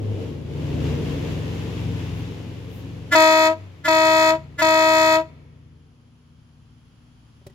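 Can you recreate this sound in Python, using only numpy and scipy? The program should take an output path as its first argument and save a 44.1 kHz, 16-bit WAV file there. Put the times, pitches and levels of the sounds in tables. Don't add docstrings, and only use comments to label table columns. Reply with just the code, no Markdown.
import sys
import numpy as np
from scipy import signal
from scipy.fft import rfft, irfft, next_fast_len
from scipy.io import wavfile
from scipy.ndimage import uniform_filter1d, minimum_filter1d, map_coordinates

SR = 44100
rng = np.random.default_rng(int(sys.argv[2]) if len(sys.argv) > 2 else 0)


def unload_wav(signal):
    wavfile.write(
        sys.argv[1],
        SR,
        np.round(np.clip(np.atleast_2d(signal).T, -1, 1) * 32767).astype(np.int16),
    )


N = 332514
T = np.arange(N) / SR


def amp(db):
    return np.exp(np.asarray(db) * (np.log(10) / 20))


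def unit(x):
    return x / np.sqrt(np.mean(x ** 2) + 1e-20)


def along(points, hz):
    f, v = np.transpose(points)
    return np.interp(np.log(hz + 1), np.log(f + 1), v)


def curves(rows):
    s, *columns = np.transpose(rows)
    return [np.interp(T, s, column) for column in columns]


def wobble(rate, size=N):
    knots = rng.standard_normal(int(size * rate / SR) + 4)
    fine = map_coordinates(knots, [np.arange(len(knots) * 10) / 10], mode="nearest")
    return np.interp(np.arange(size) * (10 * rate / SR), np.arange(len(fine)), fine)


def swell(s, half_length):
    return np.exp(-((T - s) / half_length) ** 2)


def rise(t, width):
    return .5 + .5 * np.tanh(t / width)


def turns(hz):
    return 2 * np.pi * np.cumsum(hz) / SR


def filtered(x, response):
    n = x.shape[-1]
    m = next_fast_len(n + 8192)
    return irfft(rfft(x, m) * response(np.fft.rfftfreq(m, 1 / SR)), m)[..., :n]


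def rush(spectrum, size=N):
    def shape(hz):
        coherence = along([(200, 0.85), (1500, 0.07), (5000, 0.13)], hz)
        turn = np.arccos(np.clip(coherence, -1, 1)) / 2
        return amp(along(spectrum, hz)) * [np.cos(turn), np.sin(turn)]

    mid, side = filtered(rng.standard_normal((2, size)), shape)
    return unit(np.array([mid + side, mid - side]))


# (order, relative level [dB])
HIGH_TRUMPET = [(1, -47), (2, -50.5), (3, -60.5), (4, -54.5), (6, -52)]
# (frequency [Hz], spectral level [dB per Hz])
AIR_SPECTRUM = [(250, -26.5), (500, -23.5), (640, -6.5), (800, -10.5), (1000, -7), (1500, -2.5), (2150, -8),
                (2450, -8.5), (3100, -6.5), (4300, -12.5), (8000, -29), (15000, -34)]


def blast(bay, opens, closes, pitch_hz):
    t = np.arange(round((opens - .02) * SR), round((closes + .2) * SR)) / SR
    size, speaks = len(t), opens + 0.039
    since, emptying = np.maximum(t - speaks, 0), np.maximum(t - closes, 0)
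    fade = amp(-25 * (emptying / 0.081) ** 3.3)
    slack = 1 - np.exp(-emptying / .024)

    low_hz = pitch_hz * (1 + .012 * np.exp(-since / 0.013) + 0.0087 * slack)
    phase = turns(low_hz) + 0.0039 * wobble(180, size)
    interval = 6 / 5 - 0.067 * np.exp(-since / 0.083) + 0.0018 * wobble(31, size)
    high = turns(pitch_hz * interval)
    beat = high - phase
    beat = beat - np.interp(speaks + 0.003, t, beat)

    low = trumpet(phase, beat - 1, slack, pitch_hz, pull=0.052, throb=0.047, dulling_db=12.5, dispersion=0.0879)
    low = low * amp(0.097 * wobble(200, size))
    second = sum(amp(db - 15 * slack) * np.sqrt(2) * np.cos(k * high) for k, db in HIGH_TRUMPET)
    buzz = amp(-38.5 - 24 * slack) * rasp(phase, beat, bay, throb_db=13.5, scatter_db=.7)
    clatter = amp(-31.5 - 23.0 * slack) * chatter(phase, beat, bay, focus_db=21)
    air = amp(-38.5 - 3.4 * slack) * rush(AIR_SPECTRUM, size)
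    air = air * (1 + .5 * np.cos(phase)) * (1 + 0.31 * np.cos(beat - 1))
    leak = 0.11 * rise(t - opens - .012, 0.007) * rise(speaks - t, 0.017)
    voice = (low + second + buzz + clatter + air) * fade * (rise(t - speaks, 0.0026) + leak)

    start = squeal(t, mode_hz=1720, flap_hz=311.1, depth=1.4, rough=.007)
    start = start + amp(-11.5) * rush(AIR_SPECTRUM, size)
    flaps = rasp(turns(np.full(size, 311)), np.zeros(size), bay, throb_db=0, scatter_db=.7)
    start = start + amp(-17) * flaps
    start = start * amp(-21) * rise(t - opens - .01, .006) * rise(speaks - t, .009)
    whole = amp(8) * (voice + start)
    return np.pad(whole, ((0, 0), (round(t[0] * SR), N)))[:, :N]


# (order, relative left level [dB], relative right level [dB])
LOW_TRUMPET = [(1, -28.5, -30), (2, -17.5, -22.5), (3, -22, -22), (4, -25.5, -27), (5, -30.5, -46),
               (6, -25, -34), (7, -29, -27.5), (8, -29.5, -30.5), (10, -40, -42.5), (11, -32, -46),
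               (12, -44.5, -50.5), (13, -33, -49.5), (14, -36, -40.5), (15, -43.5, -39), (16, -54.5, -47.5),
               (21, -44, -55.5), (22, -43, -47.5)]
# (frequency [Hz], lead of the left [rad])
PORT_LEAD = [(320, 0.0), (640, -0.4), (960, 0.45), (1270, -1.04), (1590, -16.5), (1910, -2.5), (2230, -3),
             (2550, -1.6), (3180, 1.84), (3500, -10.5), (3820, -5), (4780, -4.5)]


def trumpet(phase, beat, slack, pitch_hz, pull, throb, dulling_db, dispersion):
    out, cos_beat, sin_beat = np.zeros((2, len(phase))), np.cos(beat), np.sin(beat)
    for order, left_db, right_db in LOW_TRUMPET:
        grip = min(order, 2 + np.pi) - 1
        angle = order * phase + pull * grip * sin_beat - dispersion * order ** 2
        dulling = amp(-dulling_db * slack * max(np.log(order / 2), 0))
        size = (1 + throb * grip * cos_beat) * dulling
        lead = along(PORT_LEAD, order * pitch_hz) * np.array([[.5], [-.5]])
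        out += amp([[left_db], [right_db]]) * size * np.cos(angle + lead)
    return np.sqrt(2) * out


# (order, relative level [dB])
SQUEAL_OVERTONES = [(1, 5), (2, -11.5), (3, -17), (4, -19)]


def squeal(t, mode_hz, flap_hz, depth, rough):
    mode = turns(mode_hz * (1 + rough * wobble(420, len(t))))
    flap = turns(flap_hz * (1 + rough * wobble(250, len(t))))
    sides = mode + np.array([[.3], [-.3]])
    tone = sum(amp(db) * np.exp(1j * k * sides) for k, db in SQUEAL_OVERTONES)
    bending = 1 + depth * np.exp(1.1j) * np.cos(flap) + 0.22 * np.cos(2 * flap)
    bent = np.real(tone * bending)
    return unit(bent + amp(-4.5) * np.cos(2 * flap) + amp(-6.5) * np.cos(flap))


# (frequency [Hz], spectral level [dB per Hz])
RASP_SPECTRUM = [(2400, -40.5), (3400, -21), (4400, -5.5), (5000, -8), (5700, -12.5), (6500, -4.5),
                 (7200, -1.5), (8500, -16), (9800, -15), (11000, -6), (15000, -10.5), (16000, -14)]


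def rasp(phase, beat, bay, throb_db, scatter_db):
    out_of_step = beat / (2 * np.pi) % 1
    strength_db = -throb_db * out_of_step + scatter_db * rng.standard_normal(len(phase))
    return slaps(phase, amp(strength_db), bay, RASP_SPECTRUM)


# (frequency [Hz], spectral level [dB per Hz])
CHATTER_SPECTRUM = [(500, -27.5), (1000, -8.5), (1500, -9.5), (1750, 1), (2200, -0.5), (2450, -11.5),
                    (3100, -14.5), (3500, -12.5), (4400, -7), (5200, -6), (6000, -10), (7100, -4.5),
                    (8400, -31.5), (15000, -33.5)]


def chatter(phase, beat, bay, focus_db):
    kick = amp(focus_db * (np.cos(beat) - 1) + 0.91 * wobble(60, len(beat)))
    return slaps(phase, kick - kick.mean(), bay, CHATTER_SPECTRUM)


def slaps(phase, strength, bay, spectrum):
    cycles = phase / (2 * np.pi)
    at = np.flatnonzero(np.diff(cycles // 1) > 0)
    late = (1 - cycles[at] % 1) / (cycles[at + 1] - cycles[at])
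    train = np.zeros(len(phase))
    train[at], train[at + 1] = strength[at] * (1 - late), strength[at] * late
    smeared = signal.fftconvolve(train[None], bay, axes=1)[:, :len(phase)]
    return unit(filtered(smeared, lambda hz: amp(along(spectrum, hz))))


def engine_bay(count):
    bay = np.zeros((2, SR // 16))
    bay[:, 0] = 1
    for port, paths in enumerate(rng.uniform(.0002, .0018, (2, count))):
        for path_s in paths:
            loop = np.zeros(round(path_s * SR) + 1)
            loop[0], loop[-1] = 1, -.6
            bay[port] = signal.lfilter(loop[::-1], loop, bay[port])
    return bay


def hood(x):
    hood_hz, width_hz = 326.8, 10
    damping = lambda hz: 1j * hz * width_hz
    return amp(-10) * filtered(x, lambda hz: damping(hz) / (hood_hz ** 2 - hz ** 2 + damping(hz)))


# (delay [s], level [dB])
WALL_ECHOES = [(.055, -21.5), (.135, -40.5)]


def walls(horn):
    return sum(amp(db) * np.pad(horn, ((0, 0), (round(delay * SR), 0)))[:, :N] for delay, db in WALL_ECHOES)


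# (time [s], turns per second [Hz])
CRANK_SPEED = [(.12, 26), (.35, 20.2), (.5, 20), (.62, 21.5), (.76, 19.9), (1.7, 22.7), (2.15, 21.9),
               (3.35, 23.1), (3.65, 24.7), (3.88, 20.2), (4.9, 20.4), (6.3, 20.2), (6.7, 18.9)]
# (time [s], relative exhaust level [dB])
EXHAUST_EFFORT = [(.4, -33.5), (.8, -25), (1.2, -28), (2, -27), (2.45, -33), (3.3, -39), (4, -34),
                  (5, -34.5), (5.7, -41), (6.05, -50), (6.5, -47), (7.5, -54)]
# (time [s], half length [s], boost of the firing order [dB])
LOAD_LIFTS = [(0.1, 0.12, 15.5), (3.618, .14, 11)]
# (multiple of crank speed, relative level [dB])
EXHAUST_ORDERS = [(3, -6), (3.5, -23), (5, -8), (5.5, -14), (6, -13), (6.5, -18.5), (7, -4), (7.5, -12.5),
                  (8, -3.5), (9, -18), (10.5, -14.5), (12, -9.5), (13, -11.5), (16, -18), (20, -26.5)]
# (frequency [Hz], half width [Hz], boost [dB])
PIPE_RESONANCES = [(111.75, 7.9, 12), (147, 9, 8)]
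# (frequency [Hz], relative level [dB])
ACCESSORY_HUM = [(113.3, -53.5), (182, -63), (226, -66), (242, -59)]
# (time [s], relative rumble level [dB])
BAY_ROAR = [(0, -33.5), (.22, -31.5), (.45, -39), (.62, -32), (.87, -28.5), (1.6, -34), (2.6, -41.5),
            (3.7, -45), (5.2, -46), (6.3, -62), (7.5, -70)]
# (time [s], level over the rumble [dB])
FAN_OVER_RUMBLE = [(0, -17.5), (.8, -12), (2, -6), (3, -9), (3.7, -5.5), (5.5, -12.5), (7.5, -2.5)]
# (frequency [Hz], spectral level [dB per Hz])
RUMBLE_SPECTRUM = [(20, -55.5), (45, -9), (90, -5.5), (160, -7), (215, -4), (270, 0), (370, -6),
                   (450, -2.5), (600, -14.5), (800, -25), (1500, -39), (4000, -71.5)]
FAN_SPECTRUM = [(400, -21), (700, -2.5), (980, -2), (1300, -8), (1900, -6), (2400, -5.5), (2800, -4),
                (3400, -7), (4200, -12.5), (7200, -18.5), (8400, -29), (10500, -25.5), (13000, -27.5),
                (16000, -34.5)]
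IDLE_SPECTRUM = [(20, -15), (55, 3.5), (110, -5), (200, -6), (270, -2.5), (400, -18), (800, -28.5),
                 (2000, -58.5)]


def engine():
    (crank_hz,), (exhaust_db,) = curves(CRANK_SPEED), curves(EXHAUST_EFFORT)
    (rumble_db,), (fan_db,) = curves(BAY_ROAR), curves(FAN_OVER_RUMBLE)
    load = 1.5 - 0.46 * sum(swell(s, half) for s, half, db in LOAD_LIFTS)
    lift_db = sum(db * swell(s, half) for s, half, db in LOAD_LIFTS)
    shaft = turns(crank_hz * (1 + .003 * wobble(6)))

    uneven = np.zeros(N)
    for order, db in EXHAUST_ORDERS:
        boom = sum(peak_db / (1 + ((order * crank_hz - hz) / width_hz) ** 2)
                   for hz, width_hz, peak_db in PIPE_RESONANCES)
        uneven += amp(db + boom + wobble(5)) * np.cos(order * shaft + rng.uniform(0, 2 * np.pi))
    firing = np.cos(4 * shaft)
    orders = amp(lift_db + 1.0) * np.sqrt(2) * firing + 1.21 * load * unit(uneven)
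    tones = amp(exhaust_db - 7.0 + 1.2 * wobble(9)) * orders

    hum = np.zeros(N)
    for hz, db in ACCESSORY_HUM:
        hum += amp(db + 1.8 * wobble(3.0)) * np.sqrt(2) * np.cos(turns(hz * (1 + 0.0044 * wobble(2.2))))
    bass = filtered(tones + hum, lambda hz: np.exp(np.array([[.17j], [-.17j]])))
    rumble = amp(rumble_db) * rush(RUMBLE_SPECTRUM) * (1 + 0.18 * firing)
    fan = amp(rumble_db + fan_db + 0.55 * wobble(13.0)) * rush(FAN_SPECTRUM) * (1 + 0.077 * firing)
    idle = amp(-55.0) * rush(IDLE_SPECTRUM)
    return (bass + rumble + fan + idle) * amp([[1.1], [-1.2]])


# (time [s], relative thud level [dB], relative click level [dB])
CAB_KNOCKS = [(7.412, -49, -80), (7.465, -36, -33), (7.497, -46, -47)]
# (frequency [Hz], relative level [dB], decay by 60 dB [s])
PANEL_MODES = [(120, -2, 0.083), (239, -6, 0.14), (384, 0, 0.062), (570, -3.5, 0.082), (815, -10.5, 0.038),
               (1940, -11.5, 0.033)]


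def knocks():
    out, t = np.zeros((2, N + SR)), np.arange(SR // 4) / SR
    for s, thud_db, click_db in CAB_KNOCKS:
        ring = sum(amp(db + rng.normal(0, 3.4) - 60 * t / t60) * np.sin(2 * np.pi * hz * t)
                   for hz, db, t60 in PANEL_MODES)
        thud = amp(thud_db) * ring * (1 - np.exp(-t / 0.0012))
        hiss = rush([(300, 5.5), (2000, -5.5), (5000, -7), (15000, -16)], len(t))
        click = amp(click_db + 3.0 - 60 * t / 0.038) * hiss * (1 - np.exp(-t / 0.0061))
        out[:, round(s * SR):][:, :len(t)] += thud + click
    return out[:, :N]


# (frequency [Hz], decay by 60 dB [s])
TREE_DECAY = [(200, 0.82), (2000, 1.8), (5000, 0.82), (12000, 0.28)]


def trees(x):
    hz, t, z = signal.stft(rng.standard_normal((2, SR)), SR, nperseg=256)
    decay = amp(-60 * t / along(TREE_DECAY, hz)[:, None]) * (1 + 5 * np.exp(-t / 0.016))
    tail = signal.istft(z * decay, SR, nperseg=256)[1]
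    colour = [(300, 5.5), (650, -11), (2000, -7.0), (8000, 1)]
    tail = filtered(tail / np.linalg.norm(tail[0]), lambda hz: amp(along(colour, hz)))
    scattered = x * wobble(260)
    delayed = np.pad(scattered, ((0, 0), (900, 0)))
    return signal.fftconvolve(delayed, tail, axes=1)[:, :N]


# (frequency [Hz], spectral level [dB per Hz])
OUTDOOR_SPECTRUM = [(290, -26.5), (500, -5.5), (750, -3), (900, -1.5), (1300, -1), (2000, -8.5), (2750, -6),
                    (3200, -2.5), (3700, -11.5), (4700, -9), (7300, -16), (8500, -32), (10200, -12.5),
                    (12000, -30.5), (16000, -32)]
# (time [s], half length [s], level [dB])
HISS_PUFFS = [(2.187, .035, -61.5), (2.764, .06, -58)]


def outdoors():
    puffs = sum(amp(db) * swell(s, half) for s, half, db in HISS_PUFFS)
    hiss = puffs * rush([(5000, -35.5), (11000, -4.0), (14500, -1.0), (16000, -8.0)])
    return amp(-61 + .6 * wobble(2.4)) * rush(OUTDOOR_SPECTRUM) + hiss


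# (valve opens [s], valve closes [s], settled pitch [Hz])
HORN_BLASTS = [(3.112, 3.476, 317.6), (3.84, 4.306, 318.4), (4.579, 5.160, 318.3)]


def scene():
    bay = engine_bay(count=7)
    horn = sum(blast(bay, *row) for row in HORN_BLASTS)
    answers = hood(horn) + walls(horn) + amp(-23.5) * trees(horn)
    return horn + answers + engine() + knocks() + outdoors()


def gain_control(x):
    ceiling_db, limit_db = -13.5, -11.2
    hold_s, recover_db_per_s, duck_s = 0.68, 3, .1
    level_db = 10 * np.log10(np.abs(uniform_filter1d(np.mean(x ** 2, axis=0), size=441)) + 1e-12)
    hold = 2 * round(hold_s * SR / 2) + 1
    excess_db = np.minimum(ceiling_db - level_db, 0)
    needed_db = minimum_filter1d(excess_db, hold, origin=hold // 2, mode="nearest")
    gain_db = np.minimum.accumulate(needed_db - recover_db_per_s * T) + recover_db_per_s * T
    step = 1 / (duck_s * SR)
    gain_db = signal.lfilter([step], [1, step - 1], gain_db)
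    gain_db = np.minimum(gain_db, limit_db - level_db)
    return x * amp(uniform_filter1d(gain_db, size=220))


def record(dry):
    return filtered(gain_control(dry), lambda hz: hz < 15950)


dry = scene()
out = record(dry)
unload_wav(out)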